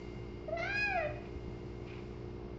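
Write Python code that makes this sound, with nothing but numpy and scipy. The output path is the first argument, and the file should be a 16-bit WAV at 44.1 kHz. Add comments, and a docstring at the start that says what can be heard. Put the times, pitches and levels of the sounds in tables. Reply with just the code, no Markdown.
"""A cat gives one meow in a bare, hard-walled room: a closed-mouth "m", an opening "ee-a" at the top
of the pitch arch, and a falling "ow". The voice is a sum of vocal fold harmonics shaped by the mouth,
plus a noise rasp. Motor and mains hum lie under it, made of sines, with a buzz, chatter and a thin whine.
Coloured noise makes the low rumble and faint hiss, and, in short swells, the soft scuffs
and faint bumps of movement near the microphone."""
import sys
import numpy as np
from scipy import signal
from scipy.fft import rfft, irfft
from scipy.io import wavfile

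SR = 44100
rng = np.random.default_rng(int(sys.argv[2]) if len(sys.argv) > 2 else 0)


def unload_audio(sound):
    """Save the sound as a 16-bit wav file, at the path given as the first command line argument."""
    columns = np.transpose(np.atleast_2d(sound))
    # keep every value between -1 and 1, then stretch to whole-number steps
    steps = np.round(np.clip(columns, -1, 1) * 32767)
    wavfile.write(sys.argv[1], SR, steps.astype(np.int16))


N = 113778
T = np.arange(N) / SR


def undb(db):
    """Decibels to amplitude gain."""
    return 10 ** (np.asarray(db) / 20)


def curve(rows):
    """Join (s, value) points with straight lines."""
    return np.interp(T, *np.array(rows).T)


def noise(shape):
    """Unit-RMS noise whose spectrum is weighted by a function of frequency."""
    hz = np.arange(N // 2 + 1) * SR / N + 1e-6
    x = irfft(rfft(rng.standard_normal(N)) * shape(hz), N)
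    return x / x.std()


def coloured(points):
    """Unit-RMS noise with a (Hz, dB) spectrum, joined over log frequency."""
    hz, db = np.array(points).T
    return noise(lambda f: undb(np.interp(np.log(f), np.log(hz), db)))


def band(centre_hz, width_hz):
    """Unit-RMS noise in a resonance-like band."""
    return noise(lambda f: 1 / (1 + ((f - centre_hz) / width_hz) ** 2))


def walk(rate_hz):
    """Smooth chance with unit spread, changing about rate_hz times a second."""
    return noise(lambda f: (f > 1e-3) / (1 + (f / rate_hz) ** 4))


def swell(at_s, attack_s, decay_s):
    """Envelope with a Gaussian rise to its peak and an exponential decay."""
    rise = (np.minimum(T - at_s, 0) / attack_s) ** 2
    fall = np.maximum(T - at_s, 0) / decay_s
    return np.exp(-rise - fall)


def sputter(depth_db, rate_hz):
    """Random, grainy gain with unit power."""
    gain = undb(depth_db * walk(rate_hz))
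    return gain / np.sqrt(np.mean(gain ** 2))


# Low room noise spectrum. Each row: frequency in Hz, relative density in dB per Hz.
RUMBLE_COLOUR = [(20, -4.5), (45, -4), (75, 1.5), (130, 2.5), (160, -3.5), (190, 2.5), (250, -8), (380, -5),
                 (520, -10.5), (700, -11), (1100, -16), (1700, -25), (2600, -26.5), (3600, -32),
                 (5200, -32.5), (7000, -48)]
# Treble hiss spectrum. Each row: frequency in Hz, relative density in dB per Hz.
HISS_COLOUR = [(1000, 1.5), (2400, -4.5), (3600, -2.5), (5200, -2), (7000, -9)]
# Treble hiss level. Each row: time in seconds, level in dB.
HISS_LEVEL = [(0, -64), (.45, -76), (1.4, -70), (2.05, -69), (2.3, -74), (2.58, -95)]
RUMBLE_DB = -49.5


def rumble():
    """Steady low room noise under a faint hiss of changing level, both filtered noise."""
    low = undb(RUMBLE_DB) * coloured(RUMBLE_COLOUR)
    hiss = undb(curve(HISS_LEVEL)) * coloured(HISS_COLOUR)
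    return low + hiss


# Hum tones: motor, and mains hum at 120 Hz. Each row: frequency in Hz, mean RMS level in dB.
HUM = [(58.8, -51.5), (117.5, -64), (120, -51.5), (204.6, -58)]
# Buzz locked to the motor's turns. Each row: multiple of the turning rate, RMS level in dB.
BUZZ = [(5, -58), (6, -51.5), (7, -56), (8, -63)]
# Whine noise bands. Each row: frequency in Hz, width in Hz, level in dB before the whine level curve.
WHINE_BANDS = [(2200, 150, -75), (2780, 110, -82), (4750, 150, -83.5)]
# Whine tones. Each row: frequency in Hz, RMS level in dB before the whine level curve.
WHINE_TONES = [(2118, -70.5), (2159, -78), (2821, -76)]
# Level curve of the whole whine. Each row: time in seconds, gain in dB.
WHINE_LEVEL = [(0, 7), (.5, 0.5), (1.3, 1.5), (2.58, -4)]
MOTOR_HZ = 58.78
HUM_WAVER_DB, HUM_DRIFT_SHARE = -0.2, 0.0013  # random spread of level and frequency
CHATTER_DB, CHATTER_HZ, CHATTER_WIDTH_HZ = -61, 330, 76  # level before the turn pulse


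def motor_and_mains():
    """Wavering hum, buzz on multiples of the turn, chatter pulsing once a turn, thin whine; tones drift together."""
    clock_s = np.cumsum(1 + HUM_DRIFT_SHARE * walk(rate_hz=0.51)) / SR
    turn = 2 * np.pi * MOTOR_HZ * clock_s

    hum = 0
    for hz, db in HUM:
        tone = np.sin(2 * np.pi * (hz * clock_s + rng.random()))
        hum = hum + undb(db + HUM_WAVER_DB * walk(rate_hz=13)) * tone
    buzz = sum(undb(db) * np.cos(multiple * turn) for multiple, db in BUZZ)

    turn_pulse = np.cos(turn / 2) ** 2
    chatter = undb(CHATTER_DB) * band(CHATTER_HZ, CHATTER_WIDTH_HZ) * turn_pulse

    whine_noise = sum(undb(db) * band(hz, width_hz) for hz, width_hz, db in WHINE_BANDS)
    whine_tones = sum(undb(db) * np.sin(2 * np.pi * hz * clock_s) for hz, db in WHINE_TONES)
    whine = (whine_noise + np.sqrt(2) * whine_tones) * undb(curve(WHINE_LEVEL))
    return np.sqrt(2) * (hum + buzz) + chatter + whine  # sqrt(2): sine of unit RMS


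# Soft scuffs. Each row: peak time in seconds, level in dB, attack in seconds, decay in seconds.
SCUFFS = [(1.257, -57, 0.0043, 0.028), (1.499, -82, 0.0042, 0.015), (1.878, -57.5, 0.013, 0.075),
          (1.906, -56.5, .006, 0.021), (1.932, -61, 0.0045, 0.12)]
# Scuff spectrum. Each row: frequency in Hz, relative density in dB per Hz.
SCUFF_COLOUR = [(400, -19.5), (1200, 4), (1800, -2), (2400, 11), (3200, -2), (4500, -7.5), (7000, -29.5)]
# Handling bumps. Each row: peak time in seconds, level in dB.
BUMPS = [(.155, -66), (.92, -58), (1.086, -45), (1.37, -41), (1.49, -39.5), (1.938, -51), (2.46, -48.5)]
# Bump spectrum. Each row: frequency in Hz, relative density in dB per Hz.
BUMP_COLOUR = [(25, -16), (60, 12), (120, -9.5), (250, -4), (700, -42), (3000, -59.5)]
BUMP_ATTACK_S, BUMP_DECAY_S = 0.022, 0.0094
SCUFF_GRAIN_DB = 1.5  # spread of the sputter


def movement():
    """Soft, sputtering scuffs and dull handling bumps: noise under short swells."""
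    scuffs = sum(undb(db) * swell(at_s, attack_s, decay_s) for at_s, db, attack_s, decay_s in SCUFFS)
    bumps = sum(undb(db) * swell(at_s, BUMP_ATTACK_S, BUMP_DECAY_S) for at_s, db in BUMPS)
    grain = sputter(depth_db=SCUFF_GRAIN_DB, rate_hz=100)
    return scuffs * coloured(SCUFF_COLOUR) * grain + bumps * coloured(BUMP_COLOUR)


# What the walls give back. Each row: frequency in Hz, relative response in dB.
ROOM_COLOUR = [(400, -10), (650, -4), (1000, -2.5), (1650, -2.5), (2100, -3), (2500, 1.5), (3200, -2.5),
               (6000, -2.5)]
ROOM_DB, ROOM_GAP_S = -5, 0.0066  # tail energy, silence before the tail
ROOM_T60_S, ROOM_TREBLE_T60_S = .65, .55


def fade(t60_s):
    """Exponential decay that falls 60 dB in t60_s."""
    return np.exp(-np.log(1000) * T / t60_s)


def room(x):
    """Direct sound plus a dense noise tail from the bare walls; the treble dies sooner."""
    echoes = coloured(ROOM_COLOUR)
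    low = signal.sosfiltfilt(signal.butter(4, 3200, fs=SR, output="sos"), echoes)
    treble = echoes - low
    tail = low * fade(ROOM_T60_S) + treble * fade(ROOM_TREBLE_T60_S)
    tail = tail * (T > ROOM_GAP_S)
    tail = tail / np.linalg.norm(tail)
    return x + undb(ROOM_DB) * signal.fftconvolve(x, tail)[:N]


# Unevenness of the folds. Each row: time in seconds, roughness 0-1.
ROUGH = [(.48, .15), (.565, .2), (.585, 1), (.65, .9), (.715, .6), (.75, .12), (.87, .08), (.92, .3),
         (1.0, .35)]
# Vocal fold rate. Each row: time in seconds, pitch in Hz before jitter.
PITCH = [(.478, 645), (.505, 598), (.527, 650), (.547, 688), (.575, 678), (.597, 668), (.622, 692),
         (.65, 735), (.70, 795), (.76, 823), (.80, 831), (.85, 829), (.895, 800), (.925, 757), (.955, 730),
         (.98, 683), (1.03, 613), (1.05, 597), (1.07, 603)]
# Progress of the mouth. Each row: time in seconds, shape
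# (0 closed "m", 1 parting "ee", 2 wide "a", 3 rounded "ow", 4 nearly shut).
MOUTH = [(.48, 0), (.562, .03), (.573, 1), (.622, 1), (.655, 1.45), (.73, 1.62), (.77, 2), (.83, 2.05),
         (.875, 2.5), (.915, 2.85), (.95, 3), (1.02, 3.05), (1.06, 4)]
# Throat and mouth response. Each row: frequency in Hz, then gain in dB for
# the shapes closed, parting, wide, rounded, nearly shut.
THROAT = [(636, 0, 8, -5, -2, -2), (871, 3, -10, -22, 3, -6), (1377, -26, -8.5, 2, -19, -32),
          (1542, -28.5, 0, -0.5, -9, -33), (1977, -27, -5.5, 0, -5, -25.5), (2080, -27, 2, 6, -20.5, -36.5),
          (2493, -33.5, -22, -1, -2.5, -49.5), (2545, -34.5, -11.5, -6, -22, -34),
          (3310, -61.5, -23, -22, -35.5, -29), (4150, -52.5, -17, -17.5, -36, -42.5),
          (4950, -53, -43.5, -12.5, -39, -48), (5670, -69.5, -33.5, -30, -42, -72),
          (7900, -71, -89, -38, -61.5, -75)]
# Level of the voice, with the room's ringing on its lowest harmonic near 0.98 s.
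# Each row: time in seconds, level in dB before throat response and shimmer.
VOICE_LEVEL = [(.474, -79), (.483, -38), (.495, -38), (.512, -52.5), (.519, -44), (.527, -34.5),
               (.575, -42), (.62, -44), (.69, -40), (.735, -38.5), (.77, -37), (.875, -35), (.93, -39.5),
               (.962, -35), (.98, -28.5), (1.005, -39.5), (1.068, -30.5), (1.083, -57.5)]
# Rasp spectrum. Each row: frequency in Hz, relative density in dB per Hz.
RASP_COLOUR = [(600, -4), (1300, 9.5), (2100, -7), (3200, -9.5), (4100, 8.5), (5000, -1.5), (5900, 5),
               (7000, -33)]
JITTER_SHARE, JITTER_RATE_HZ = .018, 200  # spread of pitch at full roughness
SHIMMER_DB, GLOTTAL_AIR_DB = 2, -20.5  # at full roughness
RASP_S, RASP_ATTACK_S, RASP_DECAY_S = 0.593, 0.012, 0.09  # air hisses as the mouth opens
RASP_DB, RASP_GRAIN_DB = -53.5, -1  # peak level before the fold pulse, spread of the sputter


def meow():
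    """Fold harmonics shaped by the mouth: rough and raspy as it opens, clean at the top of the arch."""
    pitch_hz, rough = curve(PITCH), curve(ROUGH)
    jitter = 1 + JITTER_SHARE * rough * walk(JITTER_RATE_HZ)
    phase = 2 * np.pi * np.cumsum(pitch_hz * jitter) / SR

    hz, *shapes = np.array(THROAT).T
    mouth = np.clip(curve(MOUTH), 0, len(shapes) - 1)
    shares = [np.maximum(1 - abs(mouth - k), 0) for k in range(len(shapes))]  # crossfade of shapes

    voice = 0
    for k in range(1, 12):
        log_hz = np.log(k * pitch_hz)
        db = sum(share * np.interp(log_hz, np.log(hz), shape) for share, shape in zip(shares, shapes))
        air = undb(GLOTTAL_AIR_DB) * rough * walk(rate_hz=760)
        voice = voice + undb(db) * np.sin(k * phase) * (1 + air)
    shimmer_db = SHIMMER_DB * rough * walk(rate_hz=100)
    voice = np.sqrt(2) * voice * undb(curve(VOICE_LEVEL) + shimmer_db)

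    fold_pulse = 1 + .5 * np.cos(phase)
    rasp = undb(RASP_DB) * swell(RASP_S, RASP_ATTACK_S, RASP_DECAY_S) * coloured(RASP_COLOUR)
    rasp = rasp * fold_pulse * sputter(depth_db=RASP_GRAIN_DB, rate_hz=120)

    sounding = (T > VOICE_LEVEL[0][0]) & (T < VOICE_LEVEL[-1][0])
    return sounding * (voice + rasp)


def scene():
    """Rumble, hum and movement under the cat in its room."""
    return (rumble() + motor_and_mains() + movement() + room(meow()))[None]


TOP_HZ = 7450


def record(dry):
    """A steep low-pass: almost nothing is heard above TOP_HZ."""
    low_pass = signal.ellip(10, .2, 80, TOP_HZ, fs=SR, output="sos")  # ripple, stopband in dB
    return signal.sosfilt(low_pass, dry)


dry = scene()
out = record(dry)
unload_audio(out)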